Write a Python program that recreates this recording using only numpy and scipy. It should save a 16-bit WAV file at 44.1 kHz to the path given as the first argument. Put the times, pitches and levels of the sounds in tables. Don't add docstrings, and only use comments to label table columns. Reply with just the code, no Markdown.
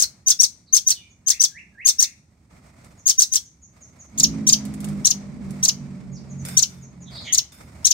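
import sys
import numpy as np
from scipy import signal
from scipy.fft import rfft, irfft, next_fast_len
from scipy.io import wavfile
from scipy.ndimage import uniform_filter1d, minimum_filter1d

SR = 44100
rng = np.random.default_rng(int(sys.argv[2]) if len(sys.argv) > 2 else 0)


def output_pcm(signal):
    pcm = np.clip(np.atleast_2d(signal).T, -1, 1) * 32767
    wavfile.write(sys.argv[1], SR, np.round(pcm).astype(np.int16))


N = 349713
T = np.arange(N) / SR

USUAL_HZ, WHISTLE_S, REBOUND_S = 6470, .0205, .0185
HURRY_POWER, HOARSE_POWER = 2.1, 2.7
PLUNGE_DB = -4
TAIL_FROM_S, TAIL_S, TAIL_HZ, TAIL_FADE_DB = .019, .01, 4360, -13
# (plunge t/s, whistle f/Hz, end f/Hz, whistle level/dB, sweeps level/dB, tail level/dB,
# left minus right level/dB)
FULL_CHIPS = [(.002, 6614, 4020, -10, -12, -20, 10.5), (.282, 6550, 3290, -17, -8.5, -21.5, 8),
              (.41, 6174, 3790, -12.5, -8, -22, 12), (.745, 6716, 3200, -11.5, -10, -27, 12),
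              (0.883, 6480, 3950, -16, -12.5, -21, 3.5), (1.282, 6760, 3385, -20.5, -10.5, -23, 14),
              (1.415, 6275, 3360, -15.5, -10, -24.5, 12), (1.868, 6870, 3400, -14.5, -8.5, -26, 9),
              (2.003, 6270, 3470, -15.5, -10.5, -24, 8), (3.076, 6850, 3060, -16.5, -10, -26, 7),
              (3.198, 6454, 3680, -14, -9.5, -25.5, 5), (3.335, 6550, 3175, -22, -12, -26, 8.5)]
# (share of the length, pitch ratio, level/dB)
ARCHED_WHISTLE = [(0, 0.97, -33.5), (.12, .88, -12.5), (.42, .92, -4.5), (.68, 0.97, 7.5), (.86, 0.93, 5.5),
                  (1, 0.99, -6.5)]
# (t/s after the plunge starts, f/Hz, level/dB)
PLUNGE_AND_REBOUND = [(-.002, 10930, -21.5), (.0005, 9100, -6.5), (.0025, 7000, 3.5), (.005, 5130, -5.5),
                      (.008, 3900, -23.5), (.010, 4600, -8.5), (.012, 6500, 1.5), (.014, 8500, -14.5),
                      (.017, 9150, -8)]
# (t/s after the slur starts, f/Hz, level/dB)
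FALLING_SLUR = [(-.001, 9150, -17.5), (.0015, 9170, -9), (.0045, 6440, 4.5), (.008, 5700, -2),
                (.013, 5400, -7.5)]


def chips(level_db=0, rasp_db=-15, bars_db=-5, bars_t60=0.067):
    out = np.zeros((2, N))
    for plunge, hz, end_hz, whistle_db, sweeps_db, tail_db, pan_db in FULL_CHIPS:
        start = plunge - WHISTLE_S
        slur = plunge + REBOUND_S * (USUAL_HZ / hz) ** HURRY_POWER
        hoarse = (hz / USUAL_HZ) ** HOARSE_POWER
        tail_shape = [(0, TAIL_HZ, 0),
                      (TAIL_S / 2, end_hz * 1.04, TAIL_FADE_DB / 2),
                      (TAIL_S, end_hz, TAIL_FADE_DB)]
        slur_points = sweep(FALLING_SLUR, slur, sweeps_db)
        tail_points = sweep(tail_shape, slur + TAIL_FROM_S, tail_db)
        notes = [(whistle(ARCHED_WHISTLE, start, plunge, hz, whistle_db), .05),
                 (sweep(PLUNGE_AND_REBOUND, plunge, sweeps_db + PLUNGE_DB), hoarse),
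                 (np.vstack([slur_points, tail_points]), 0.87 * hoarse)]
        add(out, start, sing(notes, pan_db, rasp_db, bars_db, bars_t60))
    return undb(level_db) * out


OVERTONE_DB = -17.5
# (plunge t/s, gap t/s to the second note, whistle f/Hz, whistle level/dB,
# plunge level/dB, second note level/dB, left minus right level/dB)
DOUBLE_NOTES = [(4.196, .035, 6330, -23.5, -14, -8.5, 0.5), (4.487, 0.037, 5850, -16, -7.5, -9, 6.5),
                (5.066, 0.036, 5680, -13.5, -12, -15, 10), (5.647, .033, 5810, -17, -14, -12, 3),
                (6.588, 0.034, 5833, -12, -13.5, -13, 15), (7.343, 0.033, 6170, -16.5, -15, -12, 8),
                (7.865, .04, 5690, -12.5, -11.5, -12.5, 14)]
# (share of the length, pitch ratio, level/dB)
SCOOPED_WHISTLE = [(0, 1.04, -17.5), (.2, .98, -2.5), (.45, 1.03, 3), (.68, 1.16, 3.5), (.85, 1.42, -9.5),
                   (1, 0.89, -19)]
LOWER_STRAND = [(0, .58, -23.5), (.4, .51, -29), (.68, .59, -19.5), (.87, .73, -9), (1, .75, -12)]
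# (t/s after the plunge starts, f/Hz, level/dB)
BRIEF_PLUNGE = [(-.001, 8910, -19.5), (.0015, 8650, -4.5), (.0045, 6535, 5), (.008, 5396, -3.5),
                (.011, 4200, -8), (.015, 3370, -20.5)]
# (t/s after the gap, f/Hz, level/dB)
FALLING_SECOND_NOTE = [(-.004, 7200, -25), (.002, 6900, -6), (.006, 6500, 2.5), (.011, 5500, 1),
                       (.014, 4400, -9), (.017, 3300, -16.5), (.021, 2500, -19.5)]


def doubles(level_db=0, rasp_db=-18, bars_db=-4.0, bars_t60=0.048):
    out = np.zeros((2, N))
    for plunge, gap, hz, whistle_db, plunge_db, second_db, pan_db in DOUBLE_NOTES:
        start = plunge - WHISTLE_S
        notes = [(whistle(SCOOPED_WHISTLE, start, plunge, hz, whistle_db), .3),
                 (whistle(LOWER_STRAND, start, plunge, hz, whistle_db), .3),
                 (whistle(SCOOPED_WHISTLE, start, plunge, 1.5 * hz, whistle_db + OVERTONE_DB), .3),
                 (sweep(BRIEF_PLUNGE, plunge, plunge_db), 1),
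                 (sweep(FALLING_SECOND_NOTE, plunge + gap, second_db), .7)]
        add(out, start, sing(notes, pan_db, rasp_db, bars_db, bars_t60))
    return undb(level_db) * out


RASP_PAN = .45
# (f/Hz, level/dB)
RASP_SPECTRUM = [(100, -13), (1000, -16), (2500, -15), (3900, -4), (6000, 0), (8700, 0), (10000, -7),
                 (15500, -6)]


def sing(notes, pan_db, rasp_db, bars_db, bars_t60):
    size = 8192
    first_points = notes[0][0]
    start = first_points[0][0]
    tone, effort = np.zeros((2, size))
    for points, hoarse in notes:
        x, env = syrinx(points, waver=.004 + .016 * hoarse, waver_hz=1800, octave_db=-25)
        beat_hz = 1900 + 350 * walk(300, len(x))
        beat = np.sin(2 * np.pi * np.cumsum(beat_hz) / SR)
        i = max(int((points[0][0] - start) * SR), 0)
        tone[i:i + len(x)] += x * (1 + .22 * hoarse * beat)
        effort[i:i + len(x)] += env ** .55 * (hoarse + .09)
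    breath = unit(colour(rng.standard_normal((2, size)), RASP_SPECTRUM))
    rasp = undb(rasp_db) * effort * panned(breath, RASP_PAN * pan_db)
    direct = panned(np.array([tone, np.roll(tone, 11)]), np.clip(pan_db, -5, 12))
    scatter = convolve(tone, echoes(bars_t60, gap=0.00075, size=4096))[:, :size]
    return direct + rasp + undb(bars_db) * scatter


def syrinx(points, waver, waver_hz, octave_db):
    s, hz, db = np.transpose(points)
    t = np.arange(s[0], max(s[-1], s[0] + .002), 1 / SR)
    glide = uniform_filter1d(np.interp(t, s, hz), size=64)
    pitch = glide * (1 + waver * walk(waver_hz, len(t)))
    phase = 2 * np.pi * np.cumsum(pitch) / SR
    env = undb(np.interp(t, s, db)) * signal.windows.tukey(len(t), .13)
    octave = undb(octave_db) * np.sin(2 * phase) * (pitch < SR / 5)
    return np.sqrt(2) * env * (np.sin(phase) + octave), env


def whistle(shape, start, end, hz, db):
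    return np.array(shape) * [end - start, hz, 1] + [start, 0, db]


def sweep(shape, start, db):
    return np.array(shape) + [start, 0, db]


HIND_CLAW_S, HIND_CLAW_DB = 0.0068, -13
# (t/s, tick level/dB, wire ring level/dB)
GRIPS = [(2.845, -50, -65), (4.652, -36, -60), (4.739, -38.5, -67), (4.804, -36, -56), (4.844, -30.5, -66),
         (4.887, -39, -67), (5.507, -41.5, -62), (6.451, -31, -40), (6.486, -29.5, -43),
         (7.521, -46, -50.5)]
# (f/Hz, level/dB)
TICK_SPECTRUM = [(500, -9), (2000, -10.5), (5000, -8.5), (8000, 1.5), (11000, -8), (15500, -20.5)]
# (f/Hz, width f/Hz, level/dB)
WIRE_MODES = [(1480, 150, -8.5), (2230, 260, -11.5), (3590, 27, -1.5), (5190, 200, -7), (6940, 300, -13),
              (8440, 120, -5), (9300, 440, -27), (10900, 280, -12.5), (13600, 400, -15.5)]


def claws(tick_t60=0.049, wire_t60=0.77):
    out, t = np.zeros((2, N)), np.arange(16384) / SR
    for s, tick_db, ring_db in GRIPS:
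        scrape = unit(colour(rng.standard_normal((2, len(t))), TICK_SPECTRUM))
        tick = scrape * undb(tick_db - 60 * t / tick_t60)
        rattle = rng.standard_normal((2, len(t))) * undb(1.3 * walk(250, len(t)))
        ring = unit(resonate(rattle, WIRE_MODES)) * undb(ring_db - 60 * t / wire_t60)
        add(out, s, tick + ring)
        add(out, s + HIND_CLAW_S, undb(HIND_CLAW_DB) * tick)
    return out


SQUAWK_FALL, SQUAWK_WAVER = .12, .075
# (t/s, level/dB)
THIN_TICKS = [(1.089, -60), (2.973, -54.5), (3.44, -51), (3.615, -50), (3.807, -47.5), (3.986, -47),
              (6.115, -52.5), (6.289, -51), (6.377, -48.5), (6.811, -50.5), (7.004, -50)]
# (t/s after the start, f/Hz, level/dB)
THIN_TICK_SHAPE = [(0, 6840, -9.5), (.018, 6670, 4.5), (.026, 6250, 5), (.035, 5500, -6)]
# (t/s, level/dB)
RISING_WHISTLES = [(1.249, -45), (1.489, -43.5), (1.722, -41), (1.954, -46)]
# (t/s after the start, f/Hz, level/dB)
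RISING_SHAPE = [(0, 1739, -25), (.045, 1578, -14.5), (.066, 1823, -1.5), (.088, 2150, 4), (.104, 2710, 0),
                (.112, 2950, -13.5)]
# (t/s, length t/s, f/Hz, level/dB, roughness)
FAR_CALLS = [(.66, 0.049, 4370, -57, 0.84), (0.923, 0.067, 3570, -49.5, 0.33),
             (0.946, 0.054, 2996, -49.5, 0.3), (0.968, 0.13, 2375, -59, 0.4),
             (6.139, 0.048, 5220, -51, 1.23), (7.055, 0.057, 3630, -49.5, 0.63),
             (7.105, 0.13, 4390, -40, 1.1), (7.213, .09, 6480, -48.5, 1), (7.238, .08, 3180, -37.5, 0.87),
             (7.247, 0.065, 2124, -39.5, 0.88)]


def neighbours(direct_db=-4, wet_db=-2):
    calls = [(sweep(THIN_TICK_SHAPE, s, db), .018) for s, db in THIN_TICKS]
    calls += [(sweep(RISING_SHAPE, s, db), .014) for s, db in RISING_WHISTLES]
    for s, length, hz, db, rough in FAR_CALLS:
        fall = SQUAWK_FALL * rough * hz
        points = [(s, hz + fall, db - 13),
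                  (s + length / 2, hz, db + 4.0),
                  (s + length, hz - fall / 2, db - 4)]
        calls.append((points, SQUAWK_WAVER * rough))
    out = np.zeros(N)
    for points, waver in calls:
        tone, _ = syrinx(points, waver, waver_hz=640, octave_db=-44.5)
        add(out, points[0][0], tone)
    wet = convolve(out, echoes(t60=0.34, gap=.004, size=26000))
    return undb(direct_db) * out + undb(wet_db) * wet


THROTTLE_OFF_S, COAST_S = 4.2, 2.1
FIRING_HZ, IDLE_HZ = 54.84, 40.7
EXHAUST_HZ, IDLE_EXHAUST_HZ = 227, 109
# (t/s, level/dB)
BIKE_LEVEL = [(4.12, -52.5), (4.21, -32), (4.3, -29.5), (4.5, -30), (4.6, -34), (5.01, -30), (5.09, -42),
              (5.18, -37.5), (5.52, -31.5), (5.67, -42), (5.78, -37), (6.12, -37), (6.51, -36),
              (6.62, -45.5), (7.029, -43.5), (7.421, -55)]
# (f/Hz, width f/Hz, level/dB)
EXHAUST_MODES = [(70, 3.3, -6), (138, 6.4, -0.5), (207, 29, -4.5), (252, 8.3, -12.5), (395, 24, -20.5),
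                 (598, 12, -15)]


def motorbike(level_db=-1, gas_db=-5, side_db=-12, flutter_db=3, throb_db=2.74, octave_off_db=-40):
    s, db = np.transpose(BIKE_LEVEL)
    revs = np.exp(-np.maximum(T - THROTTLE_OFF_S, 0) / COAST_S)
    rate = IDLE_HZ + (FIRING_HZ - IDLE_HZ) * revs
    centre = IDLE_EXHAUST_HZ + (EXHAUST_HZ - IDLE_EXHAUST_HZ) * revs
    turns = np.cumsum(rate * (1 + .007 * walk(25, N))) / SR
    orders = np.arange(2, 7)
    gains = np.array([undb(octave_off_db * np.log2(k * rate / centre) ** 2 + flutter_db * walk(15, N))
                      for k in orders])
    gains = gains / np.sqrt(np.sum(gains ** 2, axis=0))
    hum = sum(g * np.sin(2 * np.pi * (k * turns + rng.random())) for k, g in zip(orders, gains))
    boom_band = signal.butter(2, [45, 550], "band", fs=SR, output="sos")
    gas = signal.sosfilt(boom_band, resonate(rng.standard_normal((2, N)), EXHAUST_MODES))
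    mid = unit(hum * undb(throb_db * walk(18, N))) + undb(gas_db) * unit(gas[0])
    side = undb(side_db) * unit(gas[1])
    level = undb(level_db + np.interp(T, s, db, left=-120, right=-120))
    return np.array([mid + side, mid - side]) * level


SWELL_ATTACK_S, SWELL_RELEASE_S, SWELL_BODY_DB = .04, .17, 3.5
# (t/s, hold t/s, level/dB)
SWELLS = [(0, 0.19, -61), (2.531, 0.43, -58), (3.753, 0.46, -62), (4.828, 0.17, -51), (5.451, 0.21, -51),
          (6.434, 0.083, -52), (7.135, 0.12, -50.5), (7.606, 0.23, -50.5)]
# (f/Hz, width f/Hz, level/dB)
SWELL_MODES = [(616, 90, 2), (1282, 110, 3), (2120, 460, -2)]


def background_swells(ring_db=-6, surge_db=2):
    levels = sum(undb(db) * swell(s, SWELL_ATTACK_S, hold, SWELL_RELEASE_S) for s, hold, db in SWELLS)
    noise = wash(SWELL_BODY_DB, hiss_db=-3.0, flicker_db=2.18) * undb(surge_db * walk(7, N))
    return levels * (noise + undb(ring_db) * resonate(noise, SWELL_MODES))


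ROAD_ATTACK_S, ROAD_HOLD_S, ROAD_RELEASE_S, ROAD_FADE_DB_PER_S = 0.11, 3.4, 0.53, 4
ROAD_RUMBLE_DB, ROAD_HISS_DB = -44, -48.5
ROAD_DULL_HZ = 5000
RUMBLE_DB, HISS_DB = -58.5, -70


def street():
    road = swell(THROTTLE_OFF_S, ROAD_ATTACK_S, ROAD_HOLD_S, ROAD_RELEASE_S)
    road = road * undb(-ROAD_FADE_DB_PER_S * (T - THROTTLE_OFF_S))
    dulling = signal.butter(1, ROAD_DULL_HZ, fs=SR, output="sos")
    tyres = signal.sosfilt(dulling, wash(ROAD_RUMBLE_DB, ROAD_HISS_DB, flicker_db=1.4))
    return wash(RUMBLE_DB, HISS_DB, flicker_db=1.2) + road * tyres


# (f/Hz, level/dB per Hz)
RUMBLE_SPECTRUM = [(25, -26.5), (45, -13.5), (70, 5), (95, 0.5), (130, -0.5), (200, -2), (280, -8.5),
                   (450, -21), (800, -32.5), (2000, -86.5)]
HISS_SPECTRUM = [(200, -3), (400, -2), (620, 4), (900, 1.5), (1300, -1), (1600, -5.5), (2200, -0.5),
                 (3000, -13), (5000, -8), (8500, -7), (9800, -18.5), (15500, -25.5)]


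def wash(rumble_db, hiss_db, flicker_db):
    low_noise = rng.standard_normal(N) + 0.16 * rng.standard_normal((2, N))
    high_noise = .5 * rng.standard_normal(N) + rng.standard_normal((2, N))
    low = unit(colour(low_noise, RUMBLE_SPECTRUM))
    high = unit(colour(high_noise, HISS_SPECTRUM))
    flicker = flicker_db * (walk(18, N) + walk(90, N))
    return low * undb(rumble_db) + high * undb(hiss_db + flicker)


def swell(start, attack, hold, release):
    return np.interp(T, [start - attack, start, start + hold, start + hold + release], [0, 1, 1, 0])


def undb(db):
    return 10 ** (np.asarray(db) / 20)


def unit(x):
    return x / np.sqrt(np.mean(x ** 2) + 1e-18)


def add(out, s, x):
    i = int(round(s * SR))
    a, b = max(i, 0), min(i + x.shape[-1], N)
    if b > a:
        out[..., a:b] += x[..., a - i:b - i]


def colour(x, points):
    hz, db = np.transpose(points)
    size = next_fast_len(x.shape[-1])
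    f = np.fft.rfftfreq(size, 1 / SR) + 1
    gain = undb(np.interp(np.log(f), np.log(hz), db))
    return irfft(rfft(x, size) * gain, size)[..., :x.shape[-1]]


def walk(rate, size):
    at = np.arange(size) * rate / SR
    return 1.2 * np.interp(at, np.arange(2048), rng.standard_normal(2048), period=2048)


def panned(x, pan_db):
    g = undb(np.array([[pan_db], [-pan_db]]) / 2)
    return x * unit(g)


def echoes(t60, gap, size):
    t = np.arange(size) / SR
    h = rng.standard_normal((2, size)) * undb(-60 * t / t60) * np.clip(t / gap - 1, 0, 1)
    return unit(h) / np.sqrt(size)


def convolve(x, h):
    return signal.fftconvolve(np.atleast_2d(x), h, axes=1)[:, :N]


def resonance(hz, modes):
    return np.sqrt(sum(undb(2 * db) / (1 + ((hz * hz - f * f) / (hz * width)) ** 2)
                       for f, width, db in modes))


def resonate(x, modes):
    size = next_fast_len(x.shape[-1])
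    gain = resonance(np.fft.rfftfreq(size, 1 / SR) + 1, modes)
    return irfft(rfft(x, size) * gain, size)[..., :x.shape[-1]]


# (f/Hz, level/dB)
YARD_SPECTRUM = [(200, -9), (2000, 13.5), (6500, -4), (9000, -1), (11000, -4.5), (15500, -11.5)]


def scene():
    cage = chips() + doubles() + claws()
    walls = undb(-14) * echoes(t60=0.15, gap=.005, size=12000)
    tail = undb(-27.5) * colour(echoes(t60=0.46, gap=0.004, size=30000), YARD_SPECTRUM)
    yard = cage + convolve(cage, walls) + convolve(cage, tail) + neighbours()
    return yard + motorbike() + street() + background_swells()


TOP_HZ = 15750
# (f/Hz, level/dB)
RIGHT_PORT = [(4500, 2.41), (7200, -0.5), (8500, 1.5), (12000, 4)]


def record(dry):
    ports = np.array([dry[0], colour(dry[1], RIGHT_PORT)])
    need = 1 / np.maximum(np.abs(ports).max(axis=0), 1)
    gain = uniform_filter1d(minimum_filter1d(need, size=65), size=65)
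    top_cut = signal.ellip(10, .2, 70, TOP_HZ, fs=SR, output="sos")
    return signal.sosfilt(top_cut, ports * gain)


dry = scene()
out = record(dry)
output_pcm(out)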